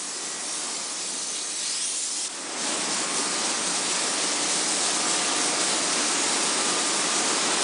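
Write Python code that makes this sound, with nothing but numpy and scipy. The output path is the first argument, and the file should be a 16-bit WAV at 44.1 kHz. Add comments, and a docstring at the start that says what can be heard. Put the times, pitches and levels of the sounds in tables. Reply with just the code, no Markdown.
"""First you hear air hissing from a foam gun as it is carried along a gap between wall studs.
Echoes off nearby surfaces give the hiss a shifting, hollow tone. The trigger then cuts the air,
and a fuller spray builds up as insulation foam hits the wall. Behind it all, the generator of
the spray rig drones through the building, louder once the foam flows."""
import sys
import numpy as np
from scipy import signal
from scipy.io import wavfile
from scipy.ndimage import uniform_filter1d, map_coordinates

SR = 44100
rng = np.random.default_rng(int(sys.argv[2]) if len(sys.argv) > 2 else 0)


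def unload_audio(sound):
    """Save the sound as a 16-bit wav file, at the path given as the first command line argument."""
    columns = np.transpose(np.atleast_2d(sound))
    # keep every value between -1 and 1, then stretch to whole-number steps
    steps = np.round(np.clip(columns, -1, 1) * 32767)
    wavfile.write(sys.argv[1], SR, steps.astype(np.int16))


N = 336832
TRIGGER_S, FOAM_S = 2.281, 2.289  # the air shuts off, the foam starts
TREBLE_LIMIT_HZ = 10170


def amp(db):
    """Turns decibels into a gain to multiply by."""
    return 10 ** (np.asarray(db) / 20)


def unit(x):
    """Scales a signal to an average size (rms) of 1."""
    return x / np.sqrt(np.mean(x ** 2) + 1e-20)


def step(t, at_s, over_s):
    """A smooth rise from 0 to 1 around a moment."""
    return (1 + np.tanh((t - at_s) / over_s)) / 2


def follow(rows, t):
    """Reads a table's columns at times t, gliding between rows."""
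    times, *columns = np.transpose(rows)
    return [np.interp(t, times, column) for column in columns]


def colour(points, hz):
    """Reads a table of tone colour: the level in dB at each pitch."""
    pitches, db = np.transpose(points)
    return np.interp(np.log(hz + 1), np.log(pitches + 1), db)


def grid(size):
    """Times (a column) and pitches (a row) for sound cut into short frames."""
    hop = size // 4
    return np.arange(N // hop + 5)[:, None] * hop / SR, np.fft.rfftfreq(size, 1 / SR)


def drift(t, rate_hz):
    """A random wander of rms 1, no faster than rate_hz."""
    rates = rate_hz * np.geomspace(1 / 10, 1, num=20)
    return unit(sum(np.sin(2 * np.pi * (rate * t + rng.random())) for rate in rates))


def patches(shape, frame_count, bin_count):
    """Random blotches of rms 1 over time and pitch."""
    smooth_in_time = uniform_filter1d(rng.standard_normal(shape), frame_count, 0)
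    return unit(uniform_filter1d(smooth_in_time, bin_count, 1))


def noise(shape_db, size):
    """Noise of rms 1, shaped by a grid of levels over time and pitch."""
    spectrum = rng.standard_normal(shape_db.shape) + 1j * rng.standard_normal(shape_db.shape)
    spectrum *= amp(shape_db)
    return unit(signal.istft(spectrum.T, nperseg=size, noverlap=size - size // 4)[1][:N])


def rumble(level_db=-77, corner_hz=100, uneven_db=4, uneven_hz=6):
    """A faint, uneven rumble in the building."""
    t, hz = grid(size=2048)
    treble_cut_db = 20 * np.log10(1 + (hz / corner_hz) ** 2)
    return amp(level_db) * noise(uneven_db * drift(t, uneven_hz) - treble_cut_db, size=2048)


# Tone colour of the rig's roar: pitch_hz, relative_db
ROAR_COLOUR = [(25, -43.5), (60, -28), (105, -25.5), (140, -17.5), (180, -5.5), (240, -4), (300, -0.5),
               (480, -4.5), (850, -4), (1250, -5.5), (1550, -7.7), (2400, -9.5), (4000, -17.5),
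               (10000, -33)]
def roar(boom_db=1.5, boom_hz=340, width_hz=70, waver_db=0.5, waver_hz=6, patchy_db=1.0):
    """The rig roars through the room, whose low boom stands out and wavers."""
    t, hz = grid(size=2048)
    boom = (boom_db + waver_db * drift(t, waver_hz)) * np.exp(-((hz - boom_hz) / width_hz) ** 2)
    blotches = patchy_db * patches(boom.shape, frame_count=10, bin_count=5)
    return noise(colour(ROAR_COLOUR, hz) + boom + blotches, size=2048)


# Loud spots the listener passes through: peak_s, half_length_s, shaft_multiple, lift_db
WHINE_SWELLS = [(.3, .3, 32, 9), (.5, 0.62, 18, 3), (.7, .2, 20, 5), (3.15, .35, 18, 9),
                (3.27, 0.14, 20, 8.5), (5.25, 0.33, 20, 7.5), (5.3, 0.95, 12, 7), (6.7, .4, 20, 7)]
def whine_gain(t, multiple, db, fading_db=1.5, fading_hz=2):
    """One whine swells and fades in the room's loud and quiet spots (standing waves)."""
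    lift_db = sum(lift * np.exp(-((t - peak_s) / half_s) ** 2)
                  for peak_s, half_s, which, lift in WHINE_SWELLS if which == multiple)
    return amp(db + lift_db) * unit(amp(fading_db * drift(t, fading_hz)))


# The generator's tones: shaft_multiple, relative_db
GENERATOR_TONES = [ (3, -24), (5, -18), (7.5, -24.5), (8, -23), (9, -23), (9.5, -21.5), (10.5, -24.5),
                   (12, -19), (14, -20.5), (16, -19.5), (18, -18.5), (19, -23.5), (20, -16), (22, -19),
                   (26, -24), (28, -23), (32, -20), (36, -23.5), (38, -26)]
def generator_whine(shaft_hz=60.05, wander_hz=0.2396, wander_rate_hz=1.4):
    """The generator whines at multiples of its shaft speed, which its governor lets wander a little."""
    t, frames = np.arange(N) / SR, grid(size=2048)[0][:, 0]
    speed_hz = shaft_hz + wander_hz * drift(frames, wander_rate_hz)
    turns = np.cumsum(np.interp(t, frames, speed_hz)) / SR
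    whine = np.zeros(N)
    for multiple, db in GENERATOR_TONES:
        gain = np.interp(t, frames, whine_gain(frames, multiple, db))
        whine += gain * np.sqrt(2) * np.sin(2 * np.pi * (multiple * turns + rng.random()))
    return whine


# Loudness of the rig's drone: time_s, level_db
DRONE_LEVELS = [(0, -41.5), (.65, -39.5), (1.3, -42.5), (2.05, -45.5), (2.28, -43.5), (2.68, -32.5),
                (3.1, -33.5), (4.8, -32.5), (5.4, -31), (7.15, -30.5), (7.64, -28.5)]
def rig(roar_gain_db=0.57, whine_gain_db=-0.2):
    """Roar and whine rise and fall together as one drone."""
    level_db = follow(DRONE_LEVELS, np.arange(N) / SR)[0]
    return amp(level_db) * (amp(roar_gain_db) * roar() + amp(whine_gain_db) * generator_whine())


# Brief ringing peaks in the hiss, where narrow bands of pitch stand out as the gun moves:
# peak_s, half_length_s, pitch_hz, half_width_hz, lift_db
HISS_PEAKS = [(.96, 0.027, 6500, 597, 2.5), (1.283, .06, 6150, 250, 5.5), (1.72, .06, 4530, 450, 0.5),
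              (1.83, .04, 3450, 250, 5), (1.9, 0.11, 9200, 800, 6.5), (2.02, .07, 7370, 280, 4),
              (5.1, .05, 7660, 555, 3), (5.73, 0.065, 4150, 890, 3)]
def jet(level_db, brightness, tone_colour, patchy_db, flutter_db, flutter_hz):
    """The gun's hiss: narrow bands of pitch briefly stand out, and the whole level flutters."""
    t, hz = grid(size=512)
    octaves = np.log2(np.clip(hz, 2000, 10000) / 6000)
    shape_db = colour(tone_colour, hz) + brightness * octaves
    for peak_s, half_s, pitch_hz, half_hz, lift_db in HISS_PEAKS:
        shape_db += lift_db * np.exp(-((t - peak_s) / half_s) ** 2 - ((hz - pitch_hz) / half_hz) ** 2)
    shape_db = np.where(hz < TREBLE_LIMIT_HZ + 500, shape_db, -100)
    # Even out the frames, so a change of tone leaves the level alone.
    shape_db -= 10 * np.log10(np.mean(amp(shape_db) ** 2, axis=1, keepdims=True))
    shape_db += patchy_db * patches(shape_db.shape, frame_count=26, bin_count=7)
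    shape_db += flutter_db * drift(t, flutter_hz)
    return noise(shape_db, size=512) * amp(np.interp(np.arange(N) / SR, t[:, 0], level_db[:, 0]))


def delayed(x, ms):
    """The sound after a travel time that may change as things move."""
    return map_coordinates(x, [np.arange(N) - ms * SR / 1000], order=3)


# The echo as the gun nears the wall: time_s, delay_ms, strength (0 to 1)
WALL_APPROACH = [(0, 0.88, 0), (1.2, 0.46, 0.06), (1.62, 0.51, 0.25), (1.8, 0.365, 0.3), (2.0, 0.29, 0.1),
                 (2.12, 0.31, 0)]
# Wall, stud and floor each scale that echo: delay_factor, strength_factor
ECHO_SURFACES = [(0.99, 1), (1.52, 0.26), (.5, 0.35)]
def close_echoes(direct, stray_strength=0.18, stray_ms=2.2, sway=0.1, sway_hz=0.95):
    """Moving echoes boost some pitches and cancel others (a comb filter)."""
    t = np.arange(N) / SR
    near_ms, near_strength = follow(WALL_APPROACH, t)
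    paths = [(farther * near_ms, share * near_strength) for farther, share in ECHO_SURFACES]
    frames = t[::512]
    for k in range(3):  # echoes from farther off wander as the hand sways
        delay_ms = stray_ms * (1 + k / 2) * (1 + sway * drift(frames, sway_hz))
        paths.append((np.interp(t, frames, delay_ms), stray_strength))
    heard = direct + sum(strength * delayed(direct, ms) for ms, strength in paths)
    return heard / np.sqrt(1 + sum(strength ** 2 for _, strength in paths))


# The air hiss as the gun is carried: time_s, level_db, brightness_db_per_octave
AIR_HISS = [(0.0, -32.5, 1.2), (.42, -32.5, 0), (.53, -30, 0), (.86, -32, -1), (1.22, -30, -0.2),
            (1.48, -31, -1), (1.77, -27.5, -2.5), (1.94, -28.4, -0.6), (2.14, -29, -0.1)]
# Tone colour of the air: pitch_hz, relative_db
AIR_COLOUR = [(100, -60), (1000, -27), (2000, -13.5), (3000, -8.5), (4000, -5.5), (5000, -2.5),
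              (6600, -1.5), (8200, -1.5), (9900, -3)]
def idle_air(gain_db=0.1):
    """The idle gun blows air to keep itself clear, until the trigger shuts it off."""
    level_db, brightness = follow(AIR_HISS, grid(size=512)[0])
    hiss = jet(level_db, brightness, AIR_COLOUR, patchy_db=1.2, flutter_db=0.5, flutter_hz=24.45)
    air_on = 1 - step(np.arange(N) / SR, TRIGGER_S, over_s=0.0039)
    return amp(gain_db) * close_echoes(hiss) * air_on


def aim(t, open_s=2.57, nearest_s=4.7, full_db=-26, far_db=-3, weak_db=-6.5,
        swing_hz=3.898, slowing_hz_per_s=0.18, swing_db=0.68):
    """Spray level and brightness: the fan opens, the gun nears, the wrist swings ever more slowly."""
    since_peak_s = t - 2.68
    swing = np.cos(2 * np.pi * (swing_hz - slowing_hz_per_s * since_peak_s / 2) * since_peak_s)
    swing *= 1 - step(t, at_s=5.95, over_s=0.22)  # the hand steadies near the top of the gap
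    distance_db = np.interp(t, [open_s, nearest_s], [far_db, 0])
    opened = step(t, open_s, over_s=0.035)
    level_db = full_db + distance_db + weak_db * (1 - opened) + swing_db * swing * opened
    brightness = 0.4 - 0.21 * (t - FOAM_S) + 0.34 * swing  # dB per octave; dulls as foam builds up
    return level_db, brightness


# Tone colour of the foam spray: pitch_hz, relative_db
SPRAY_COLOUR = [(80, -52), (500, -15), (1500, -10.5), (2500, -6.5), (3500, -3.5), (5000, -1), (7000, -1),
                (8600, 0), (9900, -4)]
def foam_spray(drops_relative_db=-13, drops_per_s=2500, waver_db_per_octave=0.5, waver_hz=5):
    """Foam breaks into mist at the nozzle, and a dense shower of droplets ticks on the wall."""
    t, frames = np.arange(N) / SR, grid(size=512)[0]
    level_db, brightness = aim(frames)
    brightness += waver_db_per_octave * drift(frames, waver_hz)
    mist = jet(level_db, brightness, SPRAY_COLOUR, patchy_db=1.02, flutter_db=0.64, flutter_hz=40.14)
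    hits = (rng.random(N) < drops_per_s / SR) * rng.standard_normal(N)
    ticks = signal.sosfilt(signal.butter(2, [1500, 9000], "band", fs=SR, output="sos"), hits)
    drops = amp(drops_relative_db + aim(t)[0]) * unit(ticks)
    return (mist + drops) * step(t, FOAM_S, over_s=0.0057)


def scene():
    """Gun, rig and building together, the same in both ears."""
    heard = idle_air() + foam_spray() + rig() + rumble()
    return np.array([heard, heard])


def record(dry):
    """A steep filter removes the highest treble."""
    taps = signal.firwin(1023, TREBLE_LIMIT_HZ, window=("kaiser", 9), fs=SR)
    return signal.oaconvolve(dry, taps[None], "same", axes=1)


dry = scene()
out = record(dry)
unload_audio(out)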